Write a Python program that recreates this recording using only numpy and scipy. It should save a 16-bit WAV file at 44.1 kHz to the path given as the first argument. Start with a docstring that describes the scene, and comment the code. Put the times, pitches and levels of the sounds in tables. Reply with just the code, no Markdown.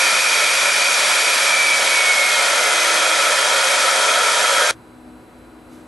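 """In a workshop, close to a camera's microphone, a high-speed spindle on a robot arm mills a foam block. The
cutter tears the foam with a dense hiss and rings; air roars through the hollows of the housing. The cooling fan
whines, a tone at the rate of its passing blades that sinks as the spindle slows. Then the scene changes at once
to the faint hum and air of the idle workshop: two drones beat slowly together, and a brief soft rustle follows."""
import sys
import numpy as np
from scipy import signal
from scipy.fft import rfft, irfft, next_fast_len
from scipy.io import wavfile
from scipy.ndimage import map_coordinates

SR = 44100
rng = np.random.default_rng(int(sys.argv[2]) if len(sys.argv) > 2 else 0)


def generate_wav(sig):
    """Save sig (samples, or channels by samples) to the path in sys.argv[1] as 16-bit PCM at SR."""
    pcm = np.round(np.clip(np.atleast_2d(sig).T, -1, 1) * 32767).astype(np.int16)
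    wavfile.write(sys.argv[1], SR, pcm)


N = 258865

# blade tone through the fan cowl's resonances: (frequency [Hz], width [Hz], tone level [dB])
COWL_MODES = [(2395, 14, -25.3), (2345, 20, -23), (2312, 34, -16.8), (2234, 15, -17.8), (2208, 18, -18),
              (2180, 38, -18.5), (2138, 26, -25.5), (2072, 24, -27), (2038, 24, -26.5), (1592, 22, -25.5)]
# swell and sag of the fan's whine, mostly at full speed: (time [s], gain [dB])
WHINE_SWELL = [(0, -3), (.4, -0.5), (.85, -2), (1.22, -7), (1.33, 0.5)]
# shaft tone through the mount's resonance: (frequency [Hz], width [Hz], tone level [dB])
MOUNT_MODES = [(336, 11, -41.3)]
# hollows of the spindle housing: (frequency [Hz], width [Hz], relative level [dB])
HOUSING_MODES = [(432.5, 39, -9.5), (546, 59, 0), (617, 79, -1.5), (726, 29.5, -0.9), (900, 43, -6.5),
                 (952, 87, -3), (1319, 87, 4), (1376, 36, -5), (1437, 64, 1), (1605, 70, -10),
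                 (1750, 160, -5), (1900, 70, -11), (3263, 64, -1)]
# the fan duct: (frequency [Hz], width [Hz], relative level [dB])
DUCT_MODES = [(2290, 114, 1), (2483, 71, 2.5)]
# air whistling at the collet: (frequency [Hz], width [Hz], relative level [dB])
COLLET_MODES = [(4650, 220, 2), (5670, 250, 2.5), (6700, 130, -1), (7470, 300, -5), (10900, 1100, -8)]
# colour of the torn foam: (frequency [Hz], relative level per Hz [dB])
FOAM_COLOUR = [(60, -45), (115, -26.5), (170, -18.5), (240, -12), (450, -8), (1100, 1), (2200, 4),
               (2500, -2), (2720, -2.5), (3050, 1), (3600, 1.5), (5200, -1.5), (6800, -7), (7800, -3.5),
               (11400, -6)]
# ringing of the cutter and its holder: (frequency [Hz], width [Hz], relative level [dB])
CUTTER_MODES = [(4810, 130, -3), (5640, 420, -4), (6356, 196, 1), (7140, 140, -2), (7440, 94, -1),
                (8950, 340, -11.5), (9640, 460, -13)]
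# stereo width of the milling, the treble being centred: (frequency [Hz], side against middle [dB])
MILLING_WIDTH = [(200, -32), (450, -19), (950, -13.5), (1400, -13.5), (1780, -7.5), (2400, -9.5),
                 (2730, -15), (3100, -6.5), (3900, -6), (4200, -75)]
# low cut of the milling: (frequency [Hz], gain [dB])
LOW_CUT = [(35, -38), (100, 0)]
# colour of the idle workshop's air: (frequency [Hz], relative level per Hz [dB])
ROOM_COLOUR = [(12, -35), (30, -10), (70, 1), (200, -0.5), (350, 2), (600, -1.5), (1000, -7), (1500, -8),
               (1900, -15), (2350, -15), (3200, -22), (4500, -22.5), (5500, -29), (12400, -26.5)]
# stereo width of the idle workshop: (frequency [Hz], side against middle [dB])
ROOM_WIDTH = [(60, -11), (350, -12.5), (1100, -7), (2000, -5), (3800, -4), (4500, -22), (6500, -30),
              (11000, -18)]
# tones of idling machines: (frequency [Hz], level [dB], waver [dB])
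MACHINE_HUM = [(57, -59.5, 3), (116, -59, 5), (742.5, -61, 0.5), (980, -61.5, 0.5), (1268, -69, 2),
               (1427, -68, 2), (4000, -70.5, 1), (8000, -71, .5), (10600, -74, 1), (10664, -78, 2)]
# a narrow band of ventilation noise: (frequency [Hz], width [Hz], relative level [dB])
VENT_MODES = [(327, 18, 0)]
# two beating drones: (frequency [Hz], level before the beat [dB], beat depth [0-1])
DRONES = [(246.8, -49, 0.35), (311, -51, 0.6)]
# colour of the rustle: (frequency [Hz], relative level per Hz [dB])
RUSTLE_COLOUR = [(400, -20), (2000, 8), (12000, 4), (14000, -37.5)]

CHANGE_S = 4.711
FULL_TURNS_PER_S, SLOW_FROM_S, BRAKE_TURNS_PER_S2 = 399.1, 1.319, 40.1
SHAFT_DB = -59  # the unbalance away from the mount's resonance
# levels at full speed [dB], and their change per whole share of speed lost [dB]
ROAR_DB, ROAR_SLOW_DB = -23.5, 17
DUCT_DB, DUCT_SLOW_DB = -22.5, -10.5
WHISTLE_DB, WHISTLE_SLOW_DB = -27, -105
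RING_DB, RING_SLOW_DB = -28, 7.5
HISS_DB = -17.3  # the feed is steady, and so is the tearing of the foam
MILLING_TOP_HZ, TOP_HZ = 11490, 12450  # band limit of the milling, band limit of the whole
# the camera's gain control; the share is the part of the excess removed [0-1]
GAIN_THRESHOLD_DB, GAIN_SHARE, GAIN_TIME_S = -16, 0.52, 0.043
BEAT_PEAK_S, BEAT_PERIOD_S = 5.09, 0.63
RUSTLE_S, RUSTLE_ATTACK_S, RUSTLE_DB, RUSTLE_FADE_DB_PER_S = 5.685, 0.05, -56.5, 72


def amp(db):
    """Decibels to gain."""
    return 10 ** (np.asarray(db) / 20)


def unit(x):
    """Scale to rms 1."""
    return x / np.sqrt(np.mean(x ** 2) + 1e-20)


def along(points, hz):
    """Interpolate (frequency, value) points on a log axis."""
    f, v = np.transpose(points)
    return np.interp(np.log(hz + 1), np.log(f + 1), v)


def clock():
    """The time of each sample in seconds."""
    return np.arange(N) / SR


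def curves(rows):
    """One value per sample for each column after the time."""
    s, *cols = np.transpose(rows)
    return [np.interp(clock(), s, c) for c in cols]


def wobble(rate):
    """A smooth random curve with rate knots a second."""
    knots = rng.standard_normal(int(N * rate / SR) + 4)
    return map_coordinates(knots, [clock() * rate])


def filtered(x, response):
    """Multiply the spectrum of x by a response of frequency."""
    m = next_fast_len(N + SR // 4)
    spectrum = rfft(x, m) * response(np.fft.rfftfreq(m, 1 / SR))
    return irfft(spectrum, m)[..., :N]


def resonances(modes):
    """The response of steep-sided resonances whose powers add."""
    def response(hz):
        power = 0
        for centre, width, db in modes:
            detuning = (hz * hz - centre * centre) / (np.pi / 2 * width * (hz + 1))
            power = power + (amp(db) / (1 + detuning ** 2)) ** 2
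        return np.sqrt(power)
    return response


def stereo(pair, response, width=MILLING_WIDTH):
    """Colour two noises and spread them as middle and side, at rms 1."""
    def middle_and_side(hz):
        return response(hz) * np.array([np.ones_like(hz), amp(along(width, hz))])
    mid, side = filtered(pair, middle_and_side)
    return unit(np.array([mid + side, mid - side]))


def rush(response, width=MILLING_WIDTH):
    """Turbulent air: white noise through a response."""
    return stereo(rng.standard_normal((2, N)), response, width)


def tone(hz):
    """A sine of rms 1 that follows a pitch curve from a random phase."""
    cycles = np.cumsum(hz * np.ones(N)) / SR + rng.random()
    return np.sqrt(2) * np.sin(2 * np.pi * cycles)


def panned(x, left_db):
    """Make the left channel louder than the right by left_db."""
    return x * amp([[left_db / 2], [-left_db / 2]])


def spindle_speed():
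    """Turns per second: steady, then a straight ramp down until the scene changes."""
    slowing_s = np.clip(clock(), SLOW_FROM_S, CHANGE_S) - SLOW_FROM_S
    return FULL_TURNS_PER_S - BRAKE_TURNS_PER_S2 * slowing_s


def spindle(speed, blade_count=6):
    """Shaft throbs once a turn, fan whines once a blade; each swells as it crosses a resonance."""
    blade_hz = blade_count * speed
    flutter = amp(1.3 * wobble(29.8) + 1.1 * wobble(130))
    swell_db, = curves(WHINE_SWELL)
    blade_level = amp(swell_db) * resonances(COWL_MODES)(blade_hz) * flutter
    blades = blade_level * tone(blade_hz + 2 * wobble(60))
    # the shaft's unbalance shakes the mount
    shaft = (amp(SHAFT_DB) + resonances(MOUNT_MODES)(speed)) * tone(speed)
    return panned(blades, left_db=-2.5) + shaft


def airflow(lost):
    """As speed is lost the housing roars more, the duct fades and the collet soon stops whistling."""
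    roar_level = amp(ROAR_DB + ROAR_SLOW_DB * lost + 0.91 * wobble(16))
    roar = roar_level * rush(resonances(HOUSING_MODES))
    duct_level = amp(DUCT_DB + DUCT_SLOW_DB * lost + 0.78 * wobble(20))
    duct = duct_level * rush(resonances(DUCT_MODES))
    whistle = amp(WHISTLE_DB + WHISTLE_SLOW_DB * lost) * rush(resonances(COLLET_MODES))
    return panned(roar + duct, left_db=-0.3) + whistle


def cutting(speed, lost):
    """Countless foam cells burst under the flutes in uneven bites, and the cutter rings."""
    bite = amp(0.34 * tone(speed) + 0.59 * wobble(300) + 0.33 * wobble(9))
    bursts = bite * rng.standard_normal((2, N))
    hiss = amp(HISS_DB) * stereo(bursts, lambda hz: amp(along(FOAM_COLOUR, hz)))
    ring = amp(RING_DB + RING_SLOW_DB * lost) * rush(resonances(CUTTER_MODES))
    return hiss + ring


def reflected(x, echo_db, count=24):
    """The table, the arm and nearby walls return weak copies that comb the sound."""
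    delay_s = 0.002 + 0.03 * rng.random(count)
    size = rng.standard_normal(count)
    walls = np.bincount((delay_s * SR).astype(int), size)
    walls *= amp(echo_db) / np.linalg.norm(walls)
    walls[0] = 1  # the direct sound
    return signal.fftconvolve(x, walls[None] / np.linalg.norm(walls), axes=1)[:, :N]


def gain_control(x):
    """The camera turns itself down as the level rises, so the hiss ducks under a loud whine."""
    keep = np.exp(-1 / (GAIN_TIME_S * SR))
    power = signal.lfilter([1 - keep], [1, -keep], np.mean(x ** 2, axis=0))
    excess_db = np.maximum(10 * np.log10(power + 1e-20) - GAIN_THRESHOLD_DB, 0)
    return x * amp(-GAIN_SHARE * excess_db)


def workshop():
    """Diffuse ventilation noise, wavering machine hum, thin electronic whistles, drones and a rustle."""
    air_level = amp(-46.0 + 0.4 * wobble(6.7))
    air = air_level * rush(lambda hz: amp(along(ROOM_COLOUR, hz)), ROOM_WIDTH)
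    hum = sum(amp(db + waver_db * wobble(12)) * tone(hz + 0.65 * wobble(7.6))
              for hz, db, waver_db in MACHINE_HUM)
    vent = amp(-53) * rush(resonances(VENT_MODES), ROOM_WIDTH)
    return panned(air + hum + rustle(), left_db=0.4) + panned(drones() + vent, left_db=2.5)


def drones():
    """Two unsteady machine tones swell and fade in one slow beat."""
    beat = np.cos(2 * np.pi * (clock() - BEAT_PEAK_S) / BEAT_PERIOD_S)
    return sum(amp(db + 2.6 * wobble(16)) * (1 + depth * beat) * tone(hz + 1.2 * wobble(12))
               for hz, db, depth in DRONES)


def rustle():
    """A soft noise rises quickly and fades at a steady rate in decibels."""
    age = clock() - RUSTLE_S
    rise = np.clip(age / RUSTLE_ATTACK_S, 0, 1)
    fade = amp(-RUSTLE_FADE_DB_PER_S * np.maximum(age - RUSTLE_ATTACK_S, 0))
    return amp(RUSTLE_DB) * rise * fade * rush(lambda hz: amp(along(RUSTLE_COLOUR, hz)))


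def scene():
    """The milling breaks off, with a short faint tail, and the scene changes to the quiet workshop."""
    speed = spindle_speed()
    lost = 1 - speed / FULL_TURNS_PER_S  # share of full speed
    noise = reflected(airflow(lost) + cutting(speed, lost), echo_db=-13)

    def band(hz):
        """A low cut thins the bass of the milling, which is kept below a sharp band limit."""
        return amp(along(LOW_CUT, hz)) * (hz < MILLING_TOP_HZ)

    milling = gain_control(filtered(spindle(speed) + noise, band))
    after = np.maximum(clock() - CHANGE_S, 0)
    tail = amp(-18.0 - 60 * (after / 0.061) ** 2)
    return np.where(after > 0, tail * milling + workshop(), milling)


def record(dry):
    """The camera's microphone channel keeps nothing above its band limit."""
    return filtered(dry, lambda hz: hz < TOP_HZ)


dry = scene()
out = record(dry)
generate_wav(out)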